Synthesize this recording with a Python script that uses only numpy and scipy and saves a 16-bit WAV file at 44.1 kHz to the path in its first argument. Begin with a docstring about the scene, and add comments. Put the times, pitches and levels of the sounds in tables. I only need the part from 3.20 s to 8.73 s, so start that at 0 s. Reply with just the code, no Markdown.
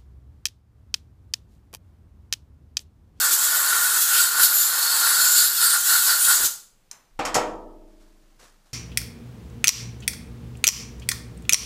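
"""A blow gun's air jet hisses over a bored workpiece on a lathe, clearing chips in a small workshop.
Sweeping across the blind bore it sounds it like a stopped pipe; on the rim it sprays and whistles.
The valve knocks shut, the trigger ticks, and the gun clatters down on sheet metal, which rings.
A jolted camera mount wobbles with a low rumble, and a sleeve brushes past over quiet room tone."""
import sys
import numpy as np
from scipy import signal
from scipy.fft import rfft, irfft, next_fast_len
from scipy.io import wavfile
from scipy.ndimage import map_coordinates

SR = 44100
rng = np.random.default_rng(int(sys.argv[2]) if len(sys.argv) > 2 else 0)


def store_pcm(level_fs):
    """Save levels as 16-bit WAV."""
    pcm = np.round(np.clip(level_fs, -1, 1) * 32767).astype(np.int16)
    wavfile.write(sys.argv[1], SR, np.atleast_2d(pcm).T)


N = 243917
TIME = np.arange(N) / SR


def from_db(db):
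    return 10 ** (np.asarray(db) / 20)


def unit_rms(x):
    return x / np.sqrt(np.mean(x ** 2) + 1e-20)


def at_hz(points, hz):
    """A curve read on a log-frequency axis."""
    known_hz, values = np.transpose(points)
    return np.interp(np.log(hz + 1e-9), np.log(known_hz), values)


def noise(colour):
    """Steady noise of rms 1, shaped by an EQ curve (f/Hz, level/dB)."""
    size = next_fast_len(N)
    hz = np.fft.rfftfreq(size, 1 / SR)
    spectrum = rfft(rng.standard_normal(size)) * from_db(at_hz(colour, hz)) * (hz > 18)
    return unit_rms(irfft(spectrum, size)[:N])


def flutter(rate_hz, depth_db):
    """A gain that wanders at random."""
    lowpass = signal.butter(2, rate_hz, fs=SR, output="sos")
    wander = signal.sosfilt(lowpass, rng.standard_normal(N + SR))[SR:]
    return from_db(depth_db * unit_rms(wander))


def bell(peak_s, length_s):
    """A smooth fade up to 1 and back."""
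    return np.exp(-2 * ((TIME - peak_s) / length_s) ** 2)


def swells(rows):
    """A level ride in dB, one bell for each row."""
    return sum(db * bell(s, length) for s, length, db in rows)


def blown(resonances, flutter_hz, flutter_db):
    """Turbulence sings in narrow bands, each wavering on its own; rms 1."""
    out = 0
    for hz, width_hz, level_db in resonances:
        band = signal.butter(1, [hz - width_hz / 2, hz + width_hz / 2], "band", fs=SR, output="sos")
        skirt = signal.butter(1, [hz - 2 * width_hz, hz + 2 * width_hz], "band", fs=SR, output="sos")
        tone = signal.sosfilt(np.vstack([band, skirt]), rng.standard_normal(N))
        out = out + from_db(level_db) * tone * flutter(flutter_hz, flutter_db)
    return unit_rms(out)


def clicks(times, levels_db):
    """One impulse at each time."""
    out = np.zeros(N)
    out[np.round(np.asarray(times) * SR).astype(int)] = from_db(levels_db)
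    return out


def ring(force, hz, t60):
    """One mode: a unit click starts a decaying sine of height 1."""
    radius, angle = from_db(-60 / (t60 * SR)), 2 * np.pi * hz / SR
    return signal.lfilter([0, np.sin(angle)], [1, -2 * radius * np.cos(angle), radius ** 2], force + 1e-18)


def struck(times, levels_db, modes):
    """Hits ring a bank of modes of alternating polarity."""
    force = clicks(times, levels_db)
    return sum((-1) ** k * from_db(db) * ring(force, hz, t60) for k, (hz, db, t60) in enumerate(modes))


def decaying(sound, t60s):
    """The first second of a sound, each half octave fading by a decay curve (f/Hz, t60/s)."""
    spectrum, hz = rfft(sound[:SR]), np.fft.rfftfreq(SR, 1 / SR)
    edges = np.geomspace(20, SR / 2, 21)
    out = 0
    for low, high in zip(edges, edges[1:]):
        band = irfft(spectrum * (hz >= low) * (hz < high), SR)
        out = out + band * from_db(-60 * TIME[:SR] / at_hz(t60s, np.sqrt(low * high)))
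    return out


def bursts(times, levels_db, colour, t60s):
    """Hits on modes too dense to tell apart: decaying noise."""
    out = np.zeros(N + SR)
    for s, db in zip(times, levels_db):
        start = round(s * SR)
        out[start:start + SR] += from_db(db) * decaying(noise(colour), t60s)
    return out[:N]


# the workshop's reverb time: f/Hz, t60/s
ROOM_DECAY = [(200, 0.66), (1400, 0.39), (4000, .39), (8000, 0.39), (14000, 0.31)]
def reverb(dry, wet_db):
    """Direct sound plus a diffuse tail that starts with the nearest surfaces, mixed at equal power."""
    fade_in = np.clip(TIME[:SR] / 0.0025 - .5, 0, 1)
    tail = decaying(rng.standard_normal(SR), ROOM_DECAY) * fade_in
    wet = from_db(wet_db)
    return (dry + wet * signal.fftconvolve(dry, tail / np.linalg.norm(tail))[:N]) / np.sqrt(1 + wet ** 2)


# room tone EQ: f/Hz, level/dB
ROOM_EQ = [(25, 18.5), (60, -1), (145, 4.5), (300, -2.5), (600, -4.5), (1500, -10), (5000, -13),
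           (15000, -19.5)]
def room_tone():
    """A quiet, bass-heavy bed of workshop noise."""
    return from_db(-64.5) * noise(ROOM_EQ)


# cloth EQ: f/Hz, level/dB
CLOTH_EQ = [(100, -5), (500, 0), (1400, -0.5), (2700, -8), (4000, -6), (7000, -7), (10000, -12),
            (15000, -22)]
# sleeve strokes: start t/s, hold/s, level/dB
SLEEVE_STROKES = [(4.669, 0.83, -69.5), (4.797, 0.034, -68), (5.188, 0.068, -54.5), (5.454, .03, -71)]
def sleeve():
    """Each stroke of cloth comes in fast, holds and dies away, rubbing in small uneven slips."""
    attack_s, release_db_per_s = 0.013, 227
    envelope = 0
    for s, hold_s, db in SLEEVE_STROKES:
        attack = np.clip((TIME - s) / attack_s, 0, 1)
        envelope = envelope + attack * from_db(db - release_db_per_s * np.maximum(TIME - s - hold_s, 0))
    return envelope * noise(CLOTH_EQ) * flutter(120, depth_db=1.6)


# jolts to the mount: t/s, level/dB
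MOUNT_JOLTS = [(3.914, -51.5), (3.955, -47.5), (3.992, -53), (4.146, -42.5)]
def mount_wobble():
    """Sub layer: the camera mount wobbles after each jolt, a slowly fading 27 Hz rumble."""
    return ring(clicks(*np.transpose(MOUNT_JOLTS)), hz=27.2, t60=4.2)


# knocks as the trigger is let go: t/s, level/dB
VALVE_KNOCKS = [(3.2, -39.5), (3.218, -55), (3.238, -40.5)]
def valve_knocks():
    """The closing valve thumps dully in the hand."""
    dull_eq = [(30, 3), (60, -1), (110, -4), (220, -1.5), (400, 0), (900, -9), (3000, -32)]
    return bursts(*np.transpose(VALVE_KNOCKS), dull_eq, t60s=[(50, 0.15), (500, 0.14)])


# metal-on-metal crack EQ, for trigger and clatter: f/Hz, level/dB
CRACK_EQ = [(300, -23), (1000, -9), (2400, 1.5), (3800, -4.5), (5400, 9), (7400, 9.5), (9000, 0.5),
            (12000, -3), (15400, -16)]
# trigger ticks: t/s, level/dB
TRIGGER_TICKS = [(3.7131, -24.5), (3.7298, -40)]
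# the gun's body ring: f/Hz, level/dB, t60/s
GUN_MODES = [(4120, -13.5, 0.022), (5130, -8, 0.015), (6170, 0.5, .008), (7360, -7.5, 0.0122),
             (9000, -10, 0.0119)]
def trigger():
    """Small sharp ticks ring the gun itself and leave a faint hollow knock."""
    s, level_db = np.transpose(TRIGGER_TICKS)
    hollow_eq = [(200, -24), (600, -7.5), (1000, -4), (2500, -10), (6000, -19)]
    snap = bursts(s, level_db - 11, CRACK_EQ, t60s=[(500, 0.0244), (14000, 0.044)])
    knock = bursts(s, level_db - 28, hollow_eq, t60s=[(500, 0.77), (5000, 0.41)])
    return reverb(snap + struck(s, level_db, GUN_MODES), wet_db=-11.5) + knock


# the gun's hits: t/s, then level/dB of punch, thud, crack and low ring
GUN_HITS = [(3.9916, -22, -27.5, -41.5, -49), (4.0516, -38, -27.5, -28.5, -59.5),
            (4.1436, -29.5, -32, -20, -69), (4.153, -16.5, -24, -25, -35.5)]
# the crack's tail: f/Hz, t60/s
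CRACK_DECAY = [(500, .25), (2000, 0.35), (6000, 0.14), (14000, 0.14)]
# the sheet's bright clang under hard contact, and its low ring: f/Hz, level/dB, t60/s
CLANG_MODES = [(1590, -7, 0.26), (1630, -17.5, .25), (1910, -1, 0.37), (2180, -8.5, 0.48),
               (2410, -4.5, 0.39), (2860, -24, .45), (3160, -3, 0.41), (4430, -0.5, .21),
               (4630, -18.5, .22), (5580, -3, 0.19), (5600, 8, 0.13), (6900, 7.5, 0.11), (7350, -3, .12),
               (7800, 0, 0.22), (8250, -4.5, 0.23)]
LOW_MODES = [(104, -18, 1.6), (207, -16, 3.06), (209, -28, 1.6), (248, -11.5, 1.45), (298, -11, 2.07),
             (309, -4, 1.4), (327, -3.5, 1.8), (371, -4, 1.44), (410, 1.5, 0.86), (433, -7, 1.5),
             (478, 8, 0.74), (505, 6.5, 0.81), (604, -5.5, 1.53), (627, -10.5, 1.8), (613.4, 7, 0.6),
             (625, 0.5, 0.8), (664, -3.5, 1.1), (726, 2, 0.72), (740, 9.5, 0.53), (820, -6, 0.5),
             (814, -7, 0.42), (880, 1, 0.91), (952, 7.5, 0.66), (1130, 0.5, 0.4), (1200, -8, 0.34),
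             (1337, 8, 0.42), (1360, -3, 0.39)]
# punch, the struck patch giving way: EQ f/Hz, level/dB; decay f/Hz, t60/s
PUNCH_EQ = [(100, -11), (300, -4), (380, -17.5), (480, -1.5), (620, -3), (790, 7), (1050, -1), (1330, -13),
            (1600, -23), (2400, -28.5), (8000, -46)]
PUNCH_DECAY = [(300, 0.2), (3000, 0.099)]
# thud, the sheet's dense modes: EQ f/Hz, level/dB; decay f/Hz, t60/s
THUD_EQ = [(50, -18), (150, -13), (300, -3.5), (400, -9), (520, -3.5), (760, -0.5), (1250, 0), (1600, -5.5),
           (2400, -5.5), (3700, -13.5), (8000, -25.5), (15000, -57)]
THUD_DECAY = [(100, 0.98), (300, 1), (700, 0.84), (1300, 0.59), (2000, 0.34), (5000, 0.37), (13000, 0.18)]
def clatter():
    """The gun bounces on sheet metal: crack and clang on top, punch and thud for body, a long low ring."""
    s, punch_db, thud_db, crack_db, ring_db = np.transpose(GUN_HITS)
    crack = bursts(s, crack_db, CRACK_EQ, CRACK_DECAY)
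    clang = struck(s, crack_db - 13.5, CLANG_MODES)
    punch = bursts(s, punch_db, PUNCH_EQ, PUNCH_DECAY)
    thud = bursts(s, thud_db, THUD_EQ, THUD_DECAY)
    low_ring = struck(s, ring_db, LOW_MODES)
    return reverb(crack, wet_db=-13.5) + clang + punch + thud + low_ring


# the jet catches an edge: peak t/s, length/s, f/Hz, width/Hz, level/dB
EDGE_CATCHES = [(0.145, 0.04, 6360, 1113, -25.5), (0.228, 0.083, 7600.0, 305, -25.5),
                (0.397, 0.138, 11550, 160.0, -29), (0.403, 0.087, 7650, 298.5, -30.5),
                (0.667, 0.305, 8970, 101.4, -31), (0.958, 0.092, 3000, 611, -33.5),
                (1.025, 0.04, 7980, 70.1, -21.5), (1.208, 0.04, 10170.0, 250.0, -23.5),
                (1.382, 0.13, 12500, 1100.0, -20.5), (1.41, 0.127, 7140, 311.4, -24.5),
                (1.668, 0.129, 4355.0, 175.0, -26), (2.114, 0.192, 7200, 329.3, -21),
                (2.175, 0.353, 12040, 334, -25), (2.495, 0.131, 8700, 495, -23),
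                (3.036, 0.075, 9400, 450.0, -21.5), (3.277, 0.057, 6080, 900.0, -24)]
def edge_whistles():
    """Each brief whistle swells and fades as the jet crosses its edge."""
    return sum(from_db(db) * bell(s, length) * blown([(hz, width_hz, 0)], flutter_hz=30, flutter_db=2)
               for s, length, hz, width_hz, db in EDGE_CATCHES)


def metal_reflection(direct, lag_s, sway_db, echo_db):
    """Flanging: an echo off the nearby metal combs the spectrum, and the notches move with the hand."""
    lag = lag_s * flutter(3, depth_db=sway_db)
    echo = map_coordinates(direct, [(TIME - lag) * SR], order=3)
    gain = from_db(echo_db)
    return (direct + gain * echo) / np.sqrt(1 + gain ** 2)


# EQ of the free hiss, the roar on the metal and the stirred air around the jet: f/Hz, level/dB
HISS_EQ = [(1000, -30), (2400, -14.5), (3400, -5), (4800, -6), (6100, -5), (7000, 2), (8400, 0),
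           (9400, -1.5), (10500, -1), (11200, -2), (12500, 1), (14000, -2), (15400, -2)]
ROAR_EQ = [(25, -23), (60, -32), (150, -31.5), (300, -13.5), (500, -9), (800, -0.5), (1100, 7), (1800, 5.5),
           (2300, -6), (4000, -10)]
DRAUGHT_EQ = [(25, -0.5), (60, -9.5), (110, -2), (160, -5), (220, -6.5), (350, 5), (700, -15.5),
              (2000, -50.5)]
# the stopped bore's note, its overtones, and sustained whistles on the work: f/Hz, width/Hz, level/dB
BORE_NOTE = [(1423.4, 60, 6.5), (1485, 120, 1), (1800, 250, -12)]
BORE_OVERTONES = [(4150, 480, -5.5), (4324, 210, 0.5), (4620, 170, -0.5), (3750, 100, -4.5),
                  (5117, 270, -2.5), (10250, 1400, -4), (14020, 410, -14)]
HELD_WHISTLES = [(7100, 1200, -5), (7600, 130, -3), (7706, 93, 3.5), (7970, 66, 4), (12100, 510, -2.5)]
# slow fader rides as the nozzle drifts: t/s, then relative level/dB of hiss, roar and overtones
NOZZLE_DRIFT = [(0.0, -22.5, -39.5, -29.5), (0.45, -22.5, -40, -33.5), (0.85, -21.5, -43, -33),
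                (1.1, -23.5, -42, -32), (1.35, -27, -38.5, -29), (1.75, -20.5, -37, -25.5),
                (2.05, -22.5, -43.5, -27.5), (2.3, -32.5, -40, -33), (2.65, -34.5, -36.5, -42.5),
                (3.26, -23.5, -37, -30)]
# passes over the bore, glances off the rim, buffets of deflected air: peak t/s, length/s, swell/dB
BORE_PASSES = [(0.037, 0.072, 6.5), (0.356, 0.17, 5), (0.539, 0.08, 8.5), (0.653, 0.081, 5.5),
               (0.765, 0.039, 7), (0.98, 0.12, 10.5), (1.215, 0.073, 11), (1.859, 0.091, 6.4),
               (2.021, 0.14, 8.5), (2.208, 0.09, 10), (2.442, 0.081, 15), (2.541, 0.051, 12.5),
               (2.732, 0.11, 16), (2.902, 0.072, 13.5), (3.101, 0.073, 11.5)]
RIM_GLANCES = [(0.132, 0.029, 8.5), (0.231, 0.063, 2.8), (0.831, 0.031, 6.5), (1.005, 0.071, 4.5),
               (1.245, 0.051, 11), (1.399, 0.09, 6), (2.183, 0.12, 8.5), (2.45, 0.26, 13),
               (2.679, 0.077, 5), (2.821, 0.29, 12.3), (3.058, 0.08, 6), (3.149, 0.05, 5.5),
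               (3.293, 0.076, 12.5)]
AIR_PUFFS = [(0.141, 0.096, 12), (1.191, 0.069, 11), (2.199, 0.126, 8.5), (2.494, 0.082, 11)]
def air_jet():
    """Over the bore the jet roars and sounds the pipe; on the rim both duck, hiss and whistles rise."""
    shut_s, shut_db_per_s = 3.2613, 900
    drift_s, *rides = np.transpose(NOZZLE_DRIFT)
    hiss_db, roar_db, overtone_db = [np.interp(TIME, drift_s, ride) for ride in rides]
    pass_db, glance_db = swells(BORE_PASSES), swells(RIM_GLANCES)

    def fader(level_db, bore, rim):
        """One layer's gain, with its share of the bore and rim swells."""
        return from_db(level_db + bore * pass_db + rim * glance_db)

    hiss = metal_reflection(noise(HISS_EQ), lag_s=.0016, sway_db=1.2, echo_db=-6)
    hiss *= flutter(35, depth_db=1.33)
    draught = noise(DRAUGHT_EQ) * flutter(11, depth_db=2)
    roar = noise(ROAR_EQ) * flutter(33, depth_db=1.5)
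    note = blown(BORE_NOTE, flutter_hz=29.8, flutter_db=-0.5)
    overtones = blown(BORE_OVERTONES, flutter_hz=18, flutter_db=3)
    whistles = blown(HELD_WHISTLES, flutter_hz=5.1, flutter_db=5.5)
    mix = (hiss * fader(hiss_db + 0.82, bore=0.25, rim=0.83)
           + draught * fader(hiss_db + swells(AIR_PUFFS) - 44.2, bore=0.37, rim=0.86)
           + roar * fader(roar_db + 5.02, bore=0.78, rim=-0.86)
           + note * fader(-33.5, bore=1.05, rim=-0.45)
           + overtones * fader(overtone_db - 1.9, bore=0.88, rim=0.49)
           + whistles * fader(hiss_db - 9, bore=0.17, rim=1.28))
    valve = from_db(-shut_db_per_s * np.maximum(TIME - shut_s, 0))
    return valve * (mix + edge_whistles())


def scene():
    """Mono mix: the room tone, the jet with its reverb, and the handling sounds."""
    bed = room_tone()
    jet = reverb(air_jet(), wet_db=-5.5)
    handling = valve_knocks() + trigger() + clatter() + mount_wobble() + sleeve()
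    return (bed + jet + handling)[None]


def record(dry):
    """Soft clipping rounds the highest peaks; a steep low-pass cuts the top."""
    ceiling, cutoff_hz = 1.1, 15270
    rounded = np.tanh(dry / ceiling) * ceiling
    return signal.sosfilt(signal.ellip(12, .1, 80, cutoff_hz, fs=SR, output="sos"), rounded)


dry = scene()
out = record(dry)
store_pcm(out)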